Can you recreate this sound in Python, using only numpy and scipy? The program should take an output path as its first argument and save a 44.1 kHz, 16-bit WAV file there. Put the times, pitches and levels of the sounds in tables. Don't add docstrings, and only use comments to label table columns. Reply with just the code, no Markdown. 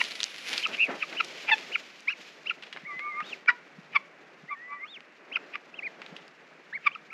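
import sys
import numpy as np
from scipy import signal
from scipy.fft import rfft, irfft, next_fast_len
from scipy.io import wavfile
from scipy.ndimage import uniform_filter1d

SR = 44100
rng = np.random.default_rng(int(sys.argv[2]) if len(sys.argv) > 2 else 0)


def master_out(mix):
    frames = np.transpose(np.atleast_2d(mix))
    ceiling = np.clip(frames, -1, 1)
    pcm = np.round(ceiling * 32767).astype(np.int16)
    wavfile.write(sys.argv[1], SR, pcm)


N = 314433


def amp(db):
    return 10 ** (np.asarray(db) / 20)


def unit(x):
    return x / np.sqrt(np.mean(abs(x) ** 2) + 1e-20)


def read(points, hz):
    f, db = np.transpose(points)
    return amp(np.interp(np.log(hz + 1), np.log(f), db))


def colour(x, points):
    size = next_fast_len(len(x) + 2048)
    gain = read(points, np.fft.rfftfreq(size, 1 / SR))
    return irfft(rfft(x, size) * gain, size)[:len(x)]


def band_rms(x, lo, hi):
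    hz = np.fft.rfftfreq(len(x), 1 / SR)
    inside = (hz > lo) & (hz < hi)
    return np.sqrt(2 * np.sum(abs(rfft(x)[inside]) ** 2)) / len(x)


def wander(size, rate):
    at = np.arange(size) * rate / SR
    return unit(np.interp(at, np.arange(size), rng.standard_normal(size)))


def resonate(x, hz, width):
    return signal.lfilter(*signal.iirpeak(hz, hz / width, SR), x)


def add(mix, s, sound):
    start = round(s * SR)
    sound = sound[max(-start, 0):]
    part = mix[max(start, 0):][:len(sound)]
    part += sound[:len(part)]


def faded(x, fade=0.0017):
    return x * signal.windows.tukey(len(x), min(2 * fade * SR / len(x), 1))


# f/Hz, level/dB
AIR_COLOUR = [(140, 2.5), (400, -8.5), (800, 0.5), (1500, 9), (2300, 8.5), (2900, 1.5), (3600, -37.5),
              (6000, -16.5), (12000, -36.5)]
# f/Hz, level/dB against each other
GUST_BANDS = [(160, 2), (300, -1.5), (520, -4)]


def air(level_db=-57.5, low_db=-69, gust_db=3.5):
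    hush = amp(level_db) * unit(colour(rng.standard_normal(N), AIR_COLOUR))
    gusts = np.zeros(N)
    for hz, db in GUST_BANDS:
        band = unit(resonate(rng.standard_normal(N), hz, hz / 2))
        gusts += band * amp(db + gust_db * wander(N, 5))
    return hush + amp(low_db) * unit(gusts)


# t/s, dry hiss level/dB, dull brushing level/dB
STEADY_RUSTLE = [(0, -48, -56.5), (.35, -53, -59), (1.0, -54.5, -53), (1.65, -51, -53), (1.95, -60, -62.5),
                 (2.7, -65.5, -59.5), (4.2, -70, -61.5), (5.1, -73, -64), (5.7, -70, -60),
                 (7.12, -71.5, -63)]
# t/s, rise/s, fall/s, dry hiss level/dB, dull brushing level/dB
GRASS_SWEEPS = [(.005, .01, 0.038, -45.5, -48), (.56, 0.1, 0.062, -42, -48.5),
                (.705, 0.034, 0.058, -54, -47), (0.909, 0.027, 0.055, -73, -38.5),
                (1.15, 0.048, 0.021, -58, -47.5), (2.25, 0.075, 0.1, -58, -65.5),
                (3.3, .06, .07, -55.5, -51.5), (5.45, 0.21, 0.21, -72, -57.5), (6.17, 0.41, .1, -68, -58.5)]


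def stirring(t):
    s, *levels = np.transpose(STEADY_RUSTLE)
    power = np.array([amp(np.interp(t, s, db)) ** 2 for db in levels])
    for s, rise, fall, hiss_db, brush_db in GRASS_SWEEPS:
        swell = np.exp(-np.minimum(((t - s) / np.where(t < s, rise, fall)) ** 2, 20))
        power += (amp([[hiss_db], [brush_db]]) * swell) ** 2
    return np.sqrt(power)


# f/Hz, level/dB
HISS_COLOUR = [(500, -19.5), (1200, -2), (2400, 13.5), (3500, 8.5), (5000, 4.5), (7000, -2.5), (10000, -28),
               (12500, -10.5), (14000, -35.5), (16000, -29.5)]
# f/Hz, level/dB
BRUSH_COLOUR = [(110, -17.5), (220, -1), (380, 4), (650, 3.5), (1000, -3), (2000, -1), (4000, -25),
                (9000, -49.5)]


def grass(crackle_db=-8, crackles_per_s=600, spread_db=4, flicker_db=1.9, treble_db=-14, crisp_until_s=.62,
          crisp_crackle_db=6, clump_db=3, drop_db=-7, fade_db_per_s=4):
    t = np.arange(N) / SR
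    hiss_gain, brush_gain = stirring(t)
    ticks = (rng.random(N) < crackles_per_s / SR) * rng.choice([-1, 1], N)
    ticks = ticks * amp(spread_db * np.minimum(rng.exponential(1, N), 4))
    ticks *= amp(clump_db * wander(N, 45))
    blades = rng.standard_normal(N) * amp(flicker_db * wander(N, 70))
    is_crisp = t < crisp_until_s
    blades += amp(crackle_db + crisp_crackle_db * is_crisp) * unit(ticks)
    crispness = np.where(is_crisp, 1, amp(drop_db - fade_db_per_s * (t - crisp_until_s)))
    fine_treble = colour(blades, [(6000, -39), (9500, 4), (12000, -7.5), (15000, -9)])
    hiss = colour(blades, HISS_COLOUR) + amp(treble_db) * crispness * fine_treble
    brush = colour(rng.standard_normal(N) * amp(flicker_db * wander(N, 40)), BRUSH_COLOUR)
    hiss /= band_rms(hiss, 4500, 8000)
    brush /= band_rms(brush, 200, 650)
    return hiss * hiss_gain + brush * brush_gain


# t/s, level at the peak of the swell/dB, f/Hz
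THUMP_EVENTS = [(2.835, -44.5, 174), (2.962, -48.5, 160), (3.226, -45.5, 188), (3.787, -39, 167),
                (3.92, -53.5, 169), (4.436, -43, 173), (6.125, -40.5, 183)]


def thumps(rise_s=0.0026):
    mix, t = np.zeros(N), np.arange(3000) / SR
    for s, db, hz in THUMP_EVENTS:
        swell = t / rise_s * np.exp(1 - t / rise_s)
        add(mix, s, amp(db) * swell * np.sin(2 * np.pi * hz * t))
    return mix


# t/s, level/dB, centre f/Hz, decay/s
STEM_SNAPS = [(0.0398, -22, 3970, 0.00096), (.047, -32, 3460, 0.011), (.109, -29, 3760, .001),
              (.119, -22, 3060, 0.00067), (0.154, -31, 3960, 0.0028), (0.2037, -19.5, 3300, 0.0016),
              (0.212, -29, 3500, 0.0014), (0.2316, -8, 3900, 0.00032), (.241, -7, 3900, .00025),
              (.345, -28.5, 2760, 0.0007), (.53, -26, 3320, 0.0085), (0.561, -32, 3500, 0.00049),
              (.579, -16.5, 3720, 0.0018), (.671, -25.5, 4270, 0.00087), (.855, -38.5, 6450, 0.00053),
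              (1.127, -30, 2330, 0.0034), (1.246, -33, 5000, 0.0023), (2.005, -43, 6000, 0.00116),
              (2.624, -38, 2640, 0.0069), (2.634, -36, 2700, 0.0054), (2.666, -45, 2940, 0.0069),
              (2.727, -32, 2680, 0.0043), (2.763, -28.5, 1854, 0.0011), (2.771, -32.5, 2070, 0.0035),
              (2.992, -30, 2060, 0.0026), (3.203, -27.5, 1800, 0.0038), (3.46, -37.5, 2010, .002),
              (5.006, -34.5, 2600, .0007), (6.0175, -33, 2360, 0.0026), (6.063, -32, 2700, 0.0012),
              (6.165, -34, 2980, 0.0034), (6.28, -43.5, 4300, 0.0014)]


def stems(width=0.52, top_ratio=1.49, after_db=-20, after_decay_s=0.076, patter=0.24):
    mix, t = np.zeros(N), np.arange(4000) / SR
    for s, db, hz, decay in STEM_SNAPS:
        stirred = amp(after_db) * min(decay / 0.0023, 1) ** 2
        shiver = stirred * np.exp(-t / after_decay_s + patter * wander(len(t), 400))
        fall = np.exp(-t / decay) + shiver
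        burst = resonate(rng.standard_normal(len(t)) * fall, hz, width * hz)
        band = signal.butter(2, [hz / 4, top_ratio * hz], "bandpass", fs=SR)
        burst = signal.lfilter(*band, burst)
        add(mix, s, amp(db) * unit(burst) * np.sqrt(np.mean(fall ** 2)))
    return mix


# f/Hz, level/dB
RASP_GRAIN = [(300, -18), (800, -5), (1500, 5.5), (2800, 5.5), (3700, -8), (5200, -7.5), (7000, -31.5),
              (14000, -47)]


def rasp(s, db, rise, fall, hz, chest_db, pulse_hz=470, unevenness=.22, width_hz=550, chest_hz=1400,
         chest_width_hz=400, breath=0.18, beak_hz=4750, beak_db=-7):
    t = np.arange(-2600, 1800) / SR
    turns = np.cumsum(pulse_hz * np.exp(unevenness * wander(len(t), 500))) / SR
    slaps = np.diff(np.floor(turns), prepend=0)
    drive = unit(slaps) + breath * rng.standard_normal(len(t))
    opened = unit(resonate(drive, chest_hz, chest_width_hz))
    opened += amp(beak_db) * unit(resonate(drive, beak_hz, width_hz))
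    voice = unit(resonate(drive, hz, width_hz)) + amp(chest_db) * opened
    swell = np.exp(np.where(t < 0, t / rise, -t / fall))
    voice = colour(voice, RASP_GRAIN) * swell
    return s + t[0], faded(amp(db) * unit(voice) * np.sqrt(np.mean(swell ** 2)))


# peak t/s, level/dB, rise/s, fall/s,
#   main resonance f/Hz, level of the chest and beak resonances/dB
RASP_CALLS = [(.015, -22.5, 0.0084, 0.0015, 2510, -10), (0.654, -29, 0.0092, 0.0068, 2660, -25.5),
              (0.749, -27.5, 0.013, 0.0039, 2850, -28), (1.03, -27, 0.011, 0.0053, 2380, -29),
              (1.206, -23, 0.0069, 0.0037, 2600, -24), (1.5, -21, 0.012, 0.0041, 2500, -11.5),
              (1.759, -26, 0.0037, 0.0042, 2440, -21), (2.103, -30, 0.0057, 0.0083, 2520, -14.5),
              (2.507, -29.5, 0.008, 0.0079, 2570, -21), (3.487, -18.5, 0.0039, 0.01, 2400, 23),
              (3.502, -22, 0.0023, 0.0041, 2350, 5.5), (3.937, -40, 0.0095, .01, 2420, -27),
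              (3.958, -22, 0.0044, 0.0065, 2250, -2.5), (5.369, -28, 0.0085, 0.0037, 2530, -4.5),
              (5.543, -33.5, 0.0067, 0.0073, 2460, -31), (5.556, -24.5, 0.0013, 0.0031, 2190, -8),
              (6.855, -38.5, 0.012, 0.0089, 2450, -20), (6.87, -23, 0.0036, 0.0078, 2220, -8)]


def rasps():
    mix = np.zeros(N)
    for row in RASP_CALLS:
        add(mix, *rasp(*row))
    return mix


# f/Hz, level/dB
THROAT_COLOUR = [(1700, -12), (2300, 7), (2700, -11.5), (3500, -13), (4500, -20.5), (5800, -27),
                 (8000, -32.5)]


def cry(s, attack, hold, release, pitch_hz, glide, db, overtones_db, rough, jitter=0.066, shake_rate=800,
        soft_slope_db=9, top_slope_db=10, end_db=-25, curve=1.3, dulling=0.18):
    t = np.arange(-attack, hold + release, 1 / SR)
    away = np.maximum(np.maximum(-t / attack, (t - hold) / release), 0)
    effort_db = end_db * away ** curve
    hz = pitch_hz * 2 ** (glide * t)
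    phase = 2 * np.pi * np.cumsum(hz * (1 + jitter * rough * wander(len(t), shake_rate))) / SR
    slope_db = -soft_slope_db * np.clip((-5.0 - overtones_db) / 10, 0, 1)
    tone = np.cos(phase)
    for k in range(2, 9):
        partial_db = overtones_db + dulling * effort_db + slope_db * (k - 2) - top_slope_db * max(k - 4, 0)
        tone += amp(partial_db) * read(THROAT_COLOUR, k * hz) * np.cos(k * phase)
    shake = (1 + rough * wander(len(t), shake_rate)) / np.sqrt(1 + rough ** 2)
    return s + t[0], faded(np.sqrt(2) * amp(db + effort_db) * tone * shake)


# full voice at t/s, attack/s, hold/s,
#   release/s, f at full voice/Hz, glide/(octaves per s), fundamental level/dB,
#   overtone level above it before the throat/dB, roughness/0-1
CRY_CALLS = [ (0.016, .008, 0.00071, 0.004, 973, -6, -29.5, 12.5, 0.1),
             (.664, .008, .001, 0.0095, 1307, -11, -27, 1, .25),
             (1.036, 0.011, .001, 0.011, 1250, -14.5, -34, -0.5, 0.2),
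             (1.208, .011, .001, 0.0074, 1332, -12.5, -21, 3.5, 0.19),
             (1.489, .032, .005, .016, 2380, -1.5, -30, -13, 0.14),
             (1.499, .023, .001, 0.016, 830, -4.5, -30.5, 3, 0.4),
             (1.513, 0.0094, .001, 0.0097, 2020, -6, -21.5, -16, 0.3),
             (1.518, .006, 0.02, 0.012, 907, -3.5, -26, 14.5, 0.11),
             (1.76, 0.0054, .001, 0.0063, 1384, -8, -29, -9.5, 0.02),
             (2.105, 0.015, .001, 0.02, 1620, 5.5, -36.5, -14.5, 0.16),
             (2.512, 0.0097, .001, .009, 1390, -7.5, -28.5, -5, 0.08),
             (2.903, .04, .015, 0.048, 1183, -1.1, -40, -15, 0.13),
             (3.068, 0.084, 0.013, 0.078, 1193, 0.3, -34.5, -19, 0.05),
             (3.19, .07, 0.026, 0.013, 1209, 1.3, -32.5, -18, .09),
             (3.486, .012, 0.0013, 0.0072, 2310, -1, -14.5, -12, 0.1),
             (3.488, 0.00614, .007, 0.013, 1460, -7, -19, -28, 0.32),
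             (3.492, .012, 0.011, 0.073, 970, .1, -38.5, -4, 0),
             (3.493, 0.0068, .001, 0.026, 1952, -1, -17, -10.5, 0.28),
             (3.962, .017, 0.0046, 0.014, 1148, -7.5, -24, 1.5, 0.29),
             (4.516, .018, 0.014, 0.026, 1182, -2, -32.5, -10.5, 0.11),
             (4.728, .055, 0.004, 0.067, 1151, 0.5, -37, -13, 0.18),
             (4.853, 0.056, .001, 0.017, 1232, 3, -44, -11, .13),
             (5.37, .01, .001, 0.0086, 1366, -5, -30, -14, 0.24),
             (5.557, .018, .001, 0.011, 1182, -3, -37.5, -1, 0.3),
             (6.871, .014, 0.0036, 0.01, 1178, -8, -20.5, -0.5, 0.09),
             (6.959, .006, .001, 0.0086, 1304, -10, -34, -10, 0.12),
             (7.127, .022, .001, .01, 1328, -0.5, -44.5, -7, 0.1), ]


def cries():
    mix = np.zeros(N)
    for row in CRY_CALLS:
        add(mix, *cry(*row))
    return mix


def whistle(t, hz, db, overtones_db=0, flutter_hz=0, flutter_depth=0, jitter=0.0097, fast_glide=22000,
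            source_db=-35, least_strain=.25, flutter_sag=0.17):
    glide_speed = abs(np.gradient(hz)) * SR
    strain = np.clip(uniform_filter1d(glide_speed / fast_glide, size=1200), least_strain, 1)
    dip = np.sin(np.pi * flutter_hz * (t - t[0])) ** 4 - 3 / 8 if flutter_hz else 0
    unsteady = 1 + jitter * wander(len(t), 350) - flutter_sag * flutter_depth * dip
    phase = 2 * np.pi * np.cumsum(uniform_filter1d(hz, size=150) * unsteady) / SR
    effort_db = np.clip(db.max() + 20, -9, 0)
    edge = amp(-24 + .6 * effort_db) * np.sin(2 * phase)
    edge += amp(-21 + 1.8 * effort_db) * (np.sin(phase / 2) + np.sin(3 * phase / 2))
    edge *= amp(overtones_db + np.minimum(source_db - db, 0) / 2) * strain
    edge *= .8 + .6 * wander(len(t), 200)
    shimmer = 1 + .17 * np.sqrt(strain) * wander(len(t), 250)
    loudness = amp(db) * shimmer * (1 - flutter_depth * dip)
    return t[0], faded(np.sqrt(2) * loudness * (np.sin(phase) + edge))


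# t/s, f/Hz, level/dB
WAIL_ONE = [(2.85, 1905, -43), (2.872, 2244, -39), (2.93, 2004, -40), (2.99, 2047, -37), (3.028, 2204, -38),
            (3.088, 2210, -39.5), (3.126, 2064, -37.5), (3.208, 2180, -38.5), (3.22, 2187, -54)]
WAIL_TWO = [(4.478, 1810, -57), (4.494, 2044, -37), (4.536, 2280, -46), (4.56, 1770, -51.5),
            (4.63, 1946, -44.5), (4.718, 2024, -45), (4.792, 1940, -47), (4.842, 2170, -34.5),
            (4.85, 2259, -42)]


def wails():
    mix = np.zeros(N)
    for rows in (WAIL_ONE, WAIL_TWO):
        s, pitch_hz, level_db = np.transpose(rows)
        t = np.arange(s[0], s[-1], 1 / SR)
        hz, db = np.interp(t, s, pitch_hz), np.interp(t, s, level_db)
        add(mix, *whistle(t, hz, db, overtones_db=-11))
    return mix


def arch(s, rise, fall, foot_hz, top_hz, db, ring_hz, upper_db, lower_db, lean, overtones_db, curve=1.8,
         lower_ring_hz=2247, ring_width_hz=146, lean_db=6.5, end_db=-8.5, end_power=7.5):
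    t = np.arange(-rise, fall, 1 / SR)
    along = np.where(t < 0, t / rise, t / fall)
    hz = top_hz + (foot_hz - top_hz) * abs(along) ** curve
    lift_db = upper_db / (1 + ((hz - ring_hz) / ring_width_hz) ** 2)
    lift_db += lower_db / (1 + ((hz - lower_ring_hz) / ring_width_hz) ** 2)
    pressed = np.clip(1 + lean * np.tanh(10 * along), 0, 1)
    swell_db = lean_db * lean * along + end_db * abs(along) ** end_power
    return s + t, hz, db + pressed * lift_db + swell_db, overtones_db


def twin(s, t, hz, gap_hz=350, closes_hz_per_s=19000, db=-64, lead_s=.045, lag_s=.012):
    near = (t > s - lead_s) & (t < s + lag_s)
    t, hz = t[near], hz[near]
    phase = 2 * np.pi * np.cumsum(hz + gap_hz - closes_hz_per_s * (t - s)) / SR
    return t[0], faded(np.sqrt(2) * amp(db) * np.sin(phase), fade=.012)


FLUTTERING_WHISTLES = [(.824, .0525, 0.053, 2043, 2639, -37.5, 2596, 18.3, 0, 0, -2)]


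def trills():
    mix = np.zeros(N)
    for row in FLUTTERING_WHISTLES:
        add(mix, *whistle(*arch(*row), flutter_hz=115.5, flutter_depth=0.81))
    return mix


# top at t/s, rise/s, fall/s, foot f/Hz, top f/Hz, level before lift and lean/dB,
#   upper throat resonance f/Hz, its lift/dB, lift of the lower resonance/dB,
#   lean of the effort (-1 on the rise to 1 on the fall), overtone adjustment/dB
ARCHING_WHISTLES = [ (.002, .002, 0.017, 1810, 3000, -33, 2700, -1, 10.5, 1, -7),
                    (0.642, 0.016, 0.021, 2030, 3100, -28, 2660, 4.5, 0, 0.54, -7),
                    (1.004, 0.0051, 0.032, 2106, 3100, -45, 2500, 22, 3, 0.82, -14),
                    (1.187, .024, .026, 2088, 3005, -32.5, 2550, 4, 6, .6, -4.5),
                    (1.742, .028, 0.019, 1884, 3035, -36.5, 2790, 9, 19, 0.81, -4),
                    (2.12, 0.047, .021, 1852, 2890, -36.5, 2446, 7.5, 12.5, -0.6, 1.5),
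                    (2.49, 0.034, 0.019, 1947, 3070, -39, 2750, 17.5, 9, 0.4, 0.5),
                    (3.278, 0.067, .073, 1850, 3790, -48.5, 2640, 20, 5.5, 0.52, -1),
                    (4.917, .078, 0.064, 1895, 3720, -48.5, 2600, 2, 5, 1, 7),
                    (5.347, 0.034, .022, 1780, 3176, -38, 2660, 20, 6, 0.71, -5),
                    (5.765, 0.03, .039, 2070, 3240, -53.5, 2600, 22.5, 11, 0.28, -2.5),
                    (5.85, 0.028, .031, 1815, 2497, -36, 2500, 0.5, 3, 0.53, 3),
                    (6.76, 0.034, 0.021, 1493, 2242, -37, 2600, 5, 5, -0.27, 3.5),
                    (6.94, 0.031, 0.017, 2090, 3220, -52.5, 2630, 20.5, 14, 0.32, 5.5),
                    (7.125, 0.027, 0.0067, 1850, 2700, -54, 2300, 17, 2, 0.21, -2), ]


def whistles(twin_above_hz=3480):
    mix = np.zeros(N)
    for row in ARCHING_WHISTLES:
        t, hz, db, overtones_db = arch(*row)
        add(mix, *whistle(t, hz, db, overtones_db))
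        if hz.max() > twin_above_hz:
            add(mix, *twin(row[0], t, hz))
    return mix


def birds():
    return rasps() + cries() + wails() + trills() + whistles()


def hillside(x, tail_db=-25, t60_s=0.39, near_db=-31, far_db=-37):
    t = np.arange(SR // 2) / SR
    echo = rng.standard_normal(len(t)) * amp(-60 * t / t60_s) * (t > .004)
    echo *= amp(tail_db) / np.linalg.norm(echo)
    echo[round(.019 * SR)] += amp(near_db)
    echo[round(.042 * SR)] += amp(far_db)
    return x + signal.fftconvolve(x, echo)[:N]


def scene():
    return (air() + grass() + thumps() + hillside(stems() + birds()))[None]


# f/Hz, level/dB
MIC_RESPONSE = [(20, -32.5), (95, -21), (115, -33), (145, 2), (8400, -3), (8900, -5), (9100, -18),
                (9500, 1.5), (16000, -17.5)]


def record(dry, edge_hz=15700):
    heard = colour(dry[0], MIC_RESPONSE)
    low_pass = signal.firwin(511, edge_hz, window=("kaiser", 9), fs=SR)
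    return signal.oaconvolve(heard, low_pass, "same")[None]


dry = scene()
out = record(dry)
master_out(out)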